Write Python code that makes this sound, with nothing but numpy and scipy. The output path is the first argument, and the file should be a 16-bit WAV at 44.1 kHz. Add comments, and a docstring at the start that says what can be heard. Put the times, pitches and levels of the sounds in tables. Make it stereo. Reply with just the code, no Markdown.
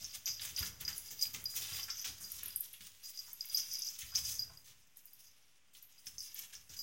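"""A pellet bell jingles close by, with claw ticks and soft thumps: a kitten bounds after a soft ball.
The place is a small living room with floor mats, heard by two microphones near the kitten.
The bell is struck and rolling contacts driving the shell's modes; claws are short bright noise bursts.
Scuffs and rubbing are showers of tiny contacts, and each thump is a decaying low swing with a soft push.
Every source but the still room's hiss reaches both microphones directly and by the room's echo."""
import sys
import numpy as np
from scipy import signal
from scipy.fft import rfft, irfft, next_fast_len
from scipy.io import wavfile
from scipy.ndimage import uniform_filter1d, map_coordinates

SR = 44100
rng = np.random.default_rng(int(sys.argv[2]) if len(sys.argv) > 2 else 0)


def digitize_waveform(pressure):
    """Quantize a signal to 16-bit integers and store it at the path in sys.argv[1].

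    Rows of a 2-D input are taken as channels; values are limited to [-1, 1].
    """
    field = np.atleast_2d(pressure).T
    bounded = np.clip(field, -1, 1)
    quanta = np.round(bounded * 32767).astype(np.int16)
    wavfile.write(sys.argv[1], SR, quanta)


N = 300762
T = np.arange(N) / SR  # time in seconds

# Hiss of the still room and microphones. Each row: frequency in Hz, relative density in dB per Hz.
HISS_COLOUR = [(25, -23), (60, 0.5), (150, -6.5), (400, -13), (1000, -12.5), (3000, -7.5), (4300, -19),
               (6500, -15), (10000, -22), (16000, -44)]
HISS_DB = -71.5
# Colour of the room's echo. Each row: frequency in Hz, level in dB.
ECHO_COLOUR = [(100, -0.5), (1000, 4.5), (5000, 2), (10000, 2), (16000, 2)]
ROOM_T60_S = 0.34
# Where the kitten is. Each row: time in seconds, left minus right in dB.
KITTEN_BEARING = [(0, -1), (.8, 0.5), (1.55, 2), (2.1, -1.5), (2.5, 0.5), (3.2, 0), (3.8, -1.5), (4.4, -1),
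                  (5.2, -0.5), (5.9, 2), (6.4, -1.5), (6.8, -0.5)]
# How busily the kitten moves. Each row: time in seconds, level of its light rustle in dB.
BUSTLE_LEVEL = [(0, -50), (.22, -58.5), (.5, -48.5), (.76, -58), (1.05, -50.5), (1.42, -56), (1.7, -50),
                (2.5, -55), (2.98, -60.5), (3.15, -56), (3.9, -50), (4.35, -54), (4.5, -60), (4.9, -70.5),
                (5.25, -63.5), (5.7, -74), (6.3, -53), (6.8, -64.5)]

# Thumps of paws and of the ball on the padded floor and door. Each row: start in seconds, level in dB, middle
# of the falling pitch in Hz.
FLOOR_THUMPS = [(0.01, -39.5, 103), (0.174, -51, 92), (0.296, -43.5, 113), (0.414, -46, 79),
                (0.512, -44, 95), (0.607, -30.5, 77), (0.813, -41.5, 115), (1.118, -40, 91),
                (1.261, -43, 79.6), (1.343, -38, 98), (1.452, -59, 94), (1.584, -41, 79),
                (1.721, -37.5, 99), (1.815, -49, 100), (2.063, -36.5, 99), (2.204, -42, 122),
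                (2.362, -51, 122), (2.435, -45.5, 84.5), (2.806, -49, 152), (3.28, -53, 113),
                (3.502, -49.5, 85), (3.681, -51, 93), (4.031, -42, 84), (4.143, -41.5, 87),
                (4.218, -46, 107), (4.278, -42, 86), (4.388, -46, 75), (4.493, -52, 77), (4.688, -57, 77),
                (6.072, -49.5, 105), (6.139, -52, 100), (6.36, -62, 107), (6.559, -47.5, 74),
                (6.695, -46, 106), (6.761, -53, 81)]
# Colour of a paw's soft push. Each row: frequency in Hz, level in dB.
PUSH_COLOUR = [(45, 0), (85, 6), (190, -9.5), (300, -16), (450, -18), (800, -26), (1500, -21.5),
               (4000, -35)]

# Strokes of a paw or the flank over the mat.
# Each row: start in seconds, length in seconds, rub level in dB, fine bristle hiss level in dB.
MAT_STROKES = [(0.0, 0.015, -53, -54), (0.13, 0.03, -53, -43), (0.265, 0.014, -46, -46),
               (0.405, 0.098, -49.5, -39.5), (0.565, 0.11, -48.5, -39.5), (0.795, 0.037, -49.5, -43),
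               (0.872, 0.036, -45.5, -38.5), (0.93, 0.071, -63, -41.5), (1.1, 0.031, -50, -42),
               (1.205, 0.054, -56, -36.5), (1.335, 0.012, -41.5, -37), (1.45, 0.15, -68.5, -48.5),
               (1.55, 0.033, -49.5, -42), (1.61, .14, -51.5, -44.5), (1.76, 0.086, -52, -41),
               (1.88, 0.02, -45.5, -59), (2.04, 0.053, -46.5, -41), (2.2, 0.038, -73, -43),
               (2.295, 0.077, -57.5, -43), (2.385, .15, -56.5, -50), (2.61, 0.032, -60, -44.5),
               (2.8, 0.069, -55.5, -44), (3.028, 0.086, -65, -45.5), (3.18, 0.12, -60, -49),
               (3.51, 0.074, -53.5, -38.5), (3.665, 0.085, -63, -43.5), (3.855, 0.05, -54.5, -44),
               (3.98, 0.043, -62, -43), (4.135, 0.065, -51, -37.5), (4.235, 0.12, -52, -38.5),
               (4.64, 0.079, -59, -50), (4.955, 0.032, -69, -57), (5.03, 0.12, -89, -59.5),
               (5.185, 0.07, -75, -53.5), (5.73, 0.052, -70, -54.5), (5.81, 0.021, -66, -60),
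               (5.98, 0.022, -69, -49), (6.058, 0.018, -62, -42.5), (6.18, 0.069, -83, -44),
               (6.35, 0.086, -53, -44), (6.525, 0.018, -52.5, -44.5), (6.69, 0.058, -58, -49),
               (6.765, 0.056, -72, -49)]
STROKE_ATTACK_S, STROKE_RELEASE_S = 0.0077, 0.018
# Colours of the rub and of the bristle hiss. Each row: frequency in Hz, level in dB.
RUB_COLOUR = [(150, 0.5), (400, -10.5), (800, -10.5), (1400, -8.5), (2200, -2.5), (3400, 1.5), (4300, -3),
              (6000, 0.5), (8000, -7.5), (16000, -48)]
BRISTLE_COLOUR = [(2000, -18), (4300, -7), (5200, 5.5), (6300, 10), (8000, 1.5), (9200, 4), (10500, 2),
                  (12500, 4.5), (13600, 1.5), (15300, 4.5), (16500, 13)]
BUSTLE_RUB_DB, BUSTLE_BRISTLE_DB = -6.5, 2.5  # against the light rustle

# Scuffs and knocks of paw and ball. Each row: start in seconds, level in dB, pitch in Hz, T60 in seconds.
SCUFF_EVENTS = [(0.396, -37, 3240, 0.014), (0.449, -57, 1660, 0.15), (0.627, -44, 1830, 0.051),
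                (0.811, -51.5, 2220, 0.059), (0.878, -47, 1910, 0.073), (1.254, -47.5, 3070, 0.035),
                (1.346, -42.5, 2580, 0.035), (1.541, -53.5, 1440, 0.017), (1.715, -52, 1510, 0.025),
                (1.791, -43.5, 1480, 0.018), (1.796, -38, 3160, 0.018), (1.883, -43.5, 1550, 0.062),
                (2.053, -57.5, 960, 0.018), (2.431, -49.5, 1960, 0.014), (2.738, -46, 2870, 0.027),
                (2.808, -42.5, 2920, 0.017), (3.28, -53.5, 1260, 0.016), (3.446, -59, 2500, 0.031),
                (4.017, -45, 2750, 0.1), (4.123, -56, 1180, 0.13), (4.497, -58, 810, 0.1),
                (5.75, -59.5, 3400, 0.12), (6.069, -52, 2570, 0.031), (6.073, -67, 328, 0.043),
                (6.532, -55.5, 1900, 0.045), (6.696, -61, 274, 0.039)]
# Claws catching and snapping free. Each row: start in seconds, peak in dB before placing, pitch in Hz.
CLAW_SNAPS = [(0.5921, -23.5, 11500), (0.6477, -29, 13900), (0.8102, -28.5, 13500), (0.9804, -23.5, 11600),
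              (1.1107, -27, 15600), (1.2551, -36, 12700), (1.335, -29, 15300), (1.4415, -31.5, 12100),
              (1.5626, -20, 13500), (1.7953, -28, 12700), (2.3187, -25, 12200), (2.4333, -28.5, 12000),
              (2.459, -26, 12200), (2.4822, -27, 11400), (2.5605, -19, 10600), (2.563, -33, 10900),
              (2.6037, -30.5, 12100), (2.6074, -22, 11400), (2.7303, -31, 11400), (3.3314, -27, 11970),
              (3.454, -26, 12900), (3.487, -35, 12500), (3.5583, -25, 13700), (3.734, -26.5, 12500),
              (3.7917, -29, 11700), (3.9897, -31.5, 11100), (4.9709, -36.5, 11650), (5.056, -36.5, 12500),
              (5.134, -38, 12900), (5.8256, -34, 12100), (6.0586, -38, 13100), (6.345, -28.5, 12300),
              (6.3915, -26, 12400)]

# Pellet striking the collar bell. Each row: start in seconds, ring level in dB, hard clack level in dB.
PELLET_STRIKES = [(0.044, -52, -25.5), (0.094, -43, -55), (0.138, -51, -43), (0.258, -23, -18),
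                  (0.274, -28, -30), (0.279, -26, -19), (0.328, -33.5, -52), (0.418, -30, -32),
                  (0.563, -31, -26), (0.583, -33, -41), (0.629, -27.5, -35), (0.664, -48, -25),
                  (0.85, -34, -34), (0.879, -28, -29), (0.929, -36.5, -41), (1.192, -34.5, -37),
                  (1.213, -35, -26.5), (1.224, -22, -26), (1.268, -36, -42), (1.456, -27.5, -36),
                  (1.83, -36, -28), (1.902, -32, -19.5), (1.978, -46, -45), (2.181, -41, -42),
                  (2.242, -34, -37.5), (2.505, -36.5, -51), (2.526, -44, -46), (3.174, -38, -35),
                  (3.19, -33, -37), (3.408, -30, -38), (3.497, -32.5, -36), (3.546, -18.5, -31),
                  (3.572, -29, -15.5), (3.597, -39, -28), (3.714, -37, -27), (3.82, -40, -26),
                  (3.944, -55, -39), (4.152, -26.5, -31), (4.157, -30, -14), (4.393, -23.5, -30),
                  (4.421, -35.5, -47), (4.573, -43.5, -59), (5.075, -53, -63), (5.13, -52, -63),
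                  (5.266, -53, -46), (5.425, -63, -54), (5.555, -70, -58), (5.98, -52.5, -45),
                  (6.069, -67, -30), (6.182, -48, -28), (6.205, -35.5, -31), (6.552, -64, -33.5),
                  (6.694, -52, -35), (6.766, -39, -40), (6.79, -27, -27.5)]
# Pellet rolling round the shell.
# Each row: start in seconds, length in seconds, ring level in dB, clack level in dB.
PELLET_ROLLS = [(0.0, 0.18, -58, -53), (.258, 0.034, -45, -39), (.563, 0.052, -41, -48),
                (1.04, 0.23, -56, -59), (1.48, 0.36, -48.5, -56), (1.94, 0.17, -53, -47),
                (3.03, 0.12, -50.5, -80), (3.51, 0.089, -46, -39), (3.67, 0.21, -51, -47),
                (4.05, 0.21, -53, -71), (4.18, 0.214, -65, -50), (5.17, 0.11, -73, -70),
                (6.21, 0.049, -57, -52), (6.37, 0.044, -73, -55)]
ROLL_ATTACK_S, ROLL_RELEASE_S = 0.017, 0.022
STIR_RING_DB, STIR_CLACK_DB = -17.5, -19  # pellet stirred by the kitten's bustle, against its rustle
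# Modes of the bell before each strike shifts them: the shell's lowest, its overtone pair,
# and the pellet's short clack in the slotted shell. Each row: frequency in Hz, level in dB, T60 in seconds.
SHELL_MODE = [(4903, 0, .06)]
SHELL_OVERTONES = [(12102, 0, .055), (12425, -2, .045)]
CLACK_MODES = [(5230, -13, 0.066), (5363, 1, 0.027), (5930, 6.5, 0.01), (6200, -2, 0.0075)]
# Overtones against the lowest mode.
STRUCK_BRIGHT_DB, ROLLING_BRIGHT_DB = -11, -9
# The swinging bell beams its low ring to one side, on top of the kitten's bearing.
# Each row: time in seconds, left minus right in dB.
BELL_BEAM = [(0, -4), (.3, 3), (.6, 1), (1.22, -2), (1.46, 6.5), (1.9, 2), (2.75, 11.5), (3.1, -2.5),
             (3.42, 13), (3.58, 1.5), (4.16, 5), (4.4, 11.5), (4.6, 9), (4.9, 5.5), (6.1, 0), (6.8, 6)]

TOP_HZ = 15900  # upper limit of the microphones' band
OFFSET = -0.0005  # steady offset, as a fraction of full scale


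def undb(db):
    """Decibels to gain."""
    return 10 ** (np.asarray(db) / 20)


def unit(x):
    """Scale to rms 1."""
    return x / np.sqrt(np.mean(x ** 2))


def curve(table):
    """The second column of a timed table, interpolated sample by sample."""
    s, values = np.transpose(table)
    return np.interp(T, s, values)


def colour(x, points):
    """Filter by an outline in Hz and dB, straight between points over log frequency."""
    hz, db = np.transpose(points)
    length = x.shape[-1]
    size = next_fast_len(length)
    f = np.maximum(np.arange(size // 2 + 1) * SR / size, 1)
    gain = undb(np.interp(np.log(f), np.log(hz), db))
    return irfft(rfft(x, size) * gain, size)[..., :length]


def band(x, low_hz, high_hz, order):
    """Band-pass; a higher order gives steeper skirts."""
    edges = np.clip([low_hz, high_hz], 20, 0.45 * SR)
    return signal.sosfilt(signal.butter(order, edges, "band", fs=SR, output="sos"), x)


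def add(track, s, sound):
    """Mix a sound into a track at time s."""
    i = max(int(s * SR), 0)
    part = sound[..., :max(N - i, 0)]
    track[..., i:i + part.shape[-1]] += part


def decay(t, t60):
    """Exponential decay that falls 60 dB in t60 seconds."""
    return np.exp(-np.log(1000) * t / t60)


def note(modes, tune=1, damping=1):
    """Decaying modes after one blow, peak 1."""
    t = T[:SR // 6]
    wave = np.zeros(len(t))
    for hz, db, t60 in modes:
        wave += undb(db) * np.sin(2 * np.pi * hz * tune * t) * decay(t, t60 / damping)
    return wave / np.abs(wave).max()


def ring(contacts, modes):
    """Drive the modes with a train of contacts, rms 1."""
    return unit(signal.fftconvolve(contacts, note(modes))[:N])


def grains(per_s, spread_db):
    """Random tiny contacts of uneven size and either sign, rms 1."""
    sizes = undb(spread_db * np.minimum(rng.exponential(size=N), 4))
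    signs = rng.choice([-1, 1], N)
    return unit((rng.random(N) < per_s / SR) * signs * sizes)


def fits(rate, depth_db):
    """A gain that comes in uneven fits and starts, about rate a second, rms 1."""
    held = rng.standard_normal(N)[np.cumsum(rng.random(N) < rate / SR)]
    smooth = uniform_filter1d(np.clip(held, -1.7, 1.7), size=90)
    return unit(undb(depth_db * smooth))


def swells(table, attack_s, release_s):
    """Attack, hold and release for each row; one gain curve for each of the two level columns."""
    out = np.zeros((2, N))
    for s, length, *db in table:
        t = T[:int((length + 0.3) * SR)]
        shape = np.minimum(t / attack_s, 1) * np.exp(-np.maximum(t - length, 0) / release_s)
        add(out, s, undb(db)[:, None] * shape)
    return out


def bustle():
    """Gain of the kitten's light movements."""
    return undb(curve(BUSTLE_LEVEL))


def echo(x, count=10):
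    """The room answers differently as kitten and listener move: overlapping stretches ring with own tails."""
    t, step = T[:SR // 2], N // count
    early_boost = 1 + 4.6 * np.exp(-t / 0.0027)
    onset = np.clip(t / 0.0015 - 0.5, 0, 1)
    fade = decay(t, ROOM_T60_S) * early_boost * onset
    tails = colour(rng.standard_normal((count + 2, 2, len(t))), ECHO_COLOUR) * fade
    tails /= np.sqrt(np.mean(np.sum(tails ** 2, axis=-1)))
    out = np.zeros((2, N))
    for k, tail in enumerate(tails):
        i = np.arange(max((k - 1) * step, 0), min((k + 1) * step, N))
        if len(i):
            stretch = x[i] * np.cos(np.pi / 2 * (i / step - k))  # equal-power crossfade
            add(out, i[0] / SR, signal.fftconvolve(stretch[None], tail, axes=1))
    return out


def place(x, wet_db, left_db):
    """Direct sound at two microphones, its lag wandering as the kitten darts about, plus the room's echo."""
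    # lag in samples, opposite at the two sides, with a fresh target every quarter second
    lag = np.interp(T, np.arange(29) / 4, rng.uniform(-5, 5, 29))
    direct = np.array([map_coordinates(x, [np.arange(N) + side * lag], order=2) for side in (1, -1)])
    balance_db = np.array([[1], [-1]]) * (left_db + curve(KITTEN_BEARING)) / 2
    return (direct + undb(wet_db) * echo(x)) * undb(balance_db)


def still_room():
    """Faint even hiss, unrelated in the two microphones."""
    return undb(HISS_DB) * unit(colour(rng.standard_normal((2, N)), HISS_COLOUR))


def thumps(rise_s=0.0039, push_s=0.034, sag=0.17, push_db=-7.5, settle=0.2, settle_s=0.37):
    """A paw or the ball thumps down: the floor swings for a few cycles, slower as the weight settles, and the
    mat is crushed softly."""
    swings, push_gain, t = np.zeros(N), np.zeros(N), T[:SR // 2]
    phases = rng.uniform(0, 2 * np.pi, len(FLOOR_THUMPS))
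    swing_shape = t / rise_s * np.exp(1 - t / rise_s)
    push_shape = (1 - np.exp(-t / 0.0025)) * (np.exp(-t / push_s) + settle * np.exp(-t / settle_s))
    pitch_fall = 1 + sag * (2 * np.exp(-t / 0.038) - 1)
    for (s, db, hz), phase in zip(FLOOR_THUMPS, phases):
        turns = np.cumsum(hz * pitch_fall) / SR
        add(swings, s - 0.003, undb(db) * swing_shape * np.sin(2 * np.pi * turns + phase))
        add(push_gain, s, undb(db + push_db) * push_shape)
    push = push_gain * unit(colour(rng.standard_normal(N), PUSH_COLOUR))
    return place(swings + push, wet_db=-7, left_db=1.5)


def sliding():
    """Pads rub and fur brushes over the mat's grain, as dense tiny contacts that catch and let go."""
    rubbing, brushing = swells(MAT_STROKES, STROKE_ATTACK_S, STROKE_RELEASE_S)
    rub_gain = np.hypot(rubbing, undb(BUSTLE_RUB_DB) * bustle())
    bristle_gain = np.hypot(brushing, undb(BUSTLE_BRISTLE_DB) * bustle())
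    catch = fits(60, 2.6)
    rub = unit(colour(grains(5000, 4.2) * catch, RUB_COLOUR)) * rub_gain
    bristle = unit(colour(grains(7000, 4.2) * catch, BRISTLE_COLOUR)) * bristle_gain
    return place(rub, wet_db=-4, left_db=3) + place(bristle, wet_db=-3.5, left_db=-2.5)


def scuffs(rise_s=0.00012, spread=1.364):
    """A paw or the ball knocks, then skids: a short run of stick-slip grains around one pitch."""
    out, t, slips = np.zeros(N), T[:SR // 5], grains(4000, 0.55)
    for s, db, hz, t60 in SCUFF_EVENTS:
        skid = np.roll(slips, -int(s * SR))[:len(t)]
        skid = skid * (1 - np.exp(-t / rise_s)) * decay(t, t60)
        skid[0] += 7  # the knock
        pitched = band(skid, hz / spread, hz * spread, order=2)
        add(out, s, undb(db) * pitched * np.sqrt(SR / hz))  # makes up for the narrower band at low pitch
    return place(out, wet_db=-2.5, left_db=6.5)


def claws(width=0.15):
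    """Each snap is a bright burst about two milliseconds long, its band width set in log frequency."""
    out, t = np.zeros(N), T[:256]
    f = np.maximum(np.arange(129) * SR / 256, 1)
    for s, db, hz in CLAW_SNAPS:
        burst = rng.standard_normal(256) * t * np.exp(-t / 0.0006)
        burst = np.roll(burst, 16)  # room for the filter to ring ahead of the burst
        snap = irfft(rfft(burst) * np.exp(-0.5 * (np.log(f / hz) / width) ** 2))
        add(out, s - 0.0006, undb(db) * snap / np.abs(snap).max())
    return place(out, wet_db=-1, left_db=3)


def bell_strikes(bounce_s=0.0041):
    """The pellet hits the shell and chatters a few times; returns low and high tracks."""
    low, high = np.zeros(N), np.zeros(N)
    for s, ring_db, clack_db in PELLET_STRIKES:
        # pellet and fur lean on the shell, so every strike is detuned and its ring damped a little differently
        detune, damping = rng.uniform(-0.5, 0.5), rng.uniform(0.8, 1.4)
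        add(low, s, undb(ring_db) * note(SHELL_MODE, 1 + 0.008 * detune, damping))
        clack = undb(clack_db) * note(CLACK_MODES, 1 + 0.04 * detune)
        overtone_db = ring_db + STRUCK_BRIGHT_DB
        overtone = undb(overtone_db) * note(SHELL_OVERTONES, 1 + 0.003 * detune, damping)
        # the five light rebounds stir only the clack and the overtones
        delays = np.cumsum(np.r_[0, bounce_s * rng.uniform(0.4, 1.4, 5)])
        for k, delay in enumerate(delays):
            size = undb(-2 - 2 * k) if k else 1
            add(low, s + delay, size * clack)
            add(high, s + delay, size * overtone)
    return low, high


def bell_rolling():
    """The pellet rolls on while the kitten moves, its small contacts driving the modes; low and high tracks."""
    stir = undb([[STIR_RING_DB], [STIR_CLACK_DB]]) * bustle()
    roll, rattle = swells(PELLET_ROLLS, ROLL_ATTACK_S, ROLL_RELEASE_S) + stir
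    tumble = fits(30, 5)
    low = ring(grains(220, 3.6) * tumble, SHELL_MODE) * roll
    low += ring(grains(300, 4.0) * tumble, CLACK_MODES) * rattle
    high = undb(ROLLING_BRIGHT_DB) * ring(grains(220, 3.6) * tumble, SHELL_OVERTONES) * roll
    return low, high


def bell():
    """Struck and rolling bell; so small a shell radiates next to nothing away from its modes."""
    struck_low, struck_high = bell_strikes()
    rolling_low, rolling_high = bell_rolling()
    low = band(struck_low + rolling_low, 4650, 6900, order=4)
    high = band(struck_high + rolling_high, 11400, 13200, order=2)
    return place(low, wet_db=-4, left_db=curve(BELL_BEAM)) + place(high, wet_db=-2, left_db=6)


def scene():
    """Paws, claws and bell in the quiet room."""
    return still_room() + thumps() + sliding() + scuffs() + claws() + bell()


def record(dry):
    """Two microphones of opposite polarity, bass rolled off, a tiny steady offset, a steep cut at the top."""
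    opposed = dry * np.array([[1], [-1]])
    heard = signal.sosfilt(signal.butter(2, 45, "high", fs=SR, output="sos"), opposed)
    top_cut = signal.ellip(10, 0.2, 70, TOP_HZ, fs=SR, output="sos")  # ripple, then stop-band depth, in dB
    return signal.sosfilt(top_cut, heard + OFFSET)


dry = scene()
out = record(dry)
digitize_waveform(out)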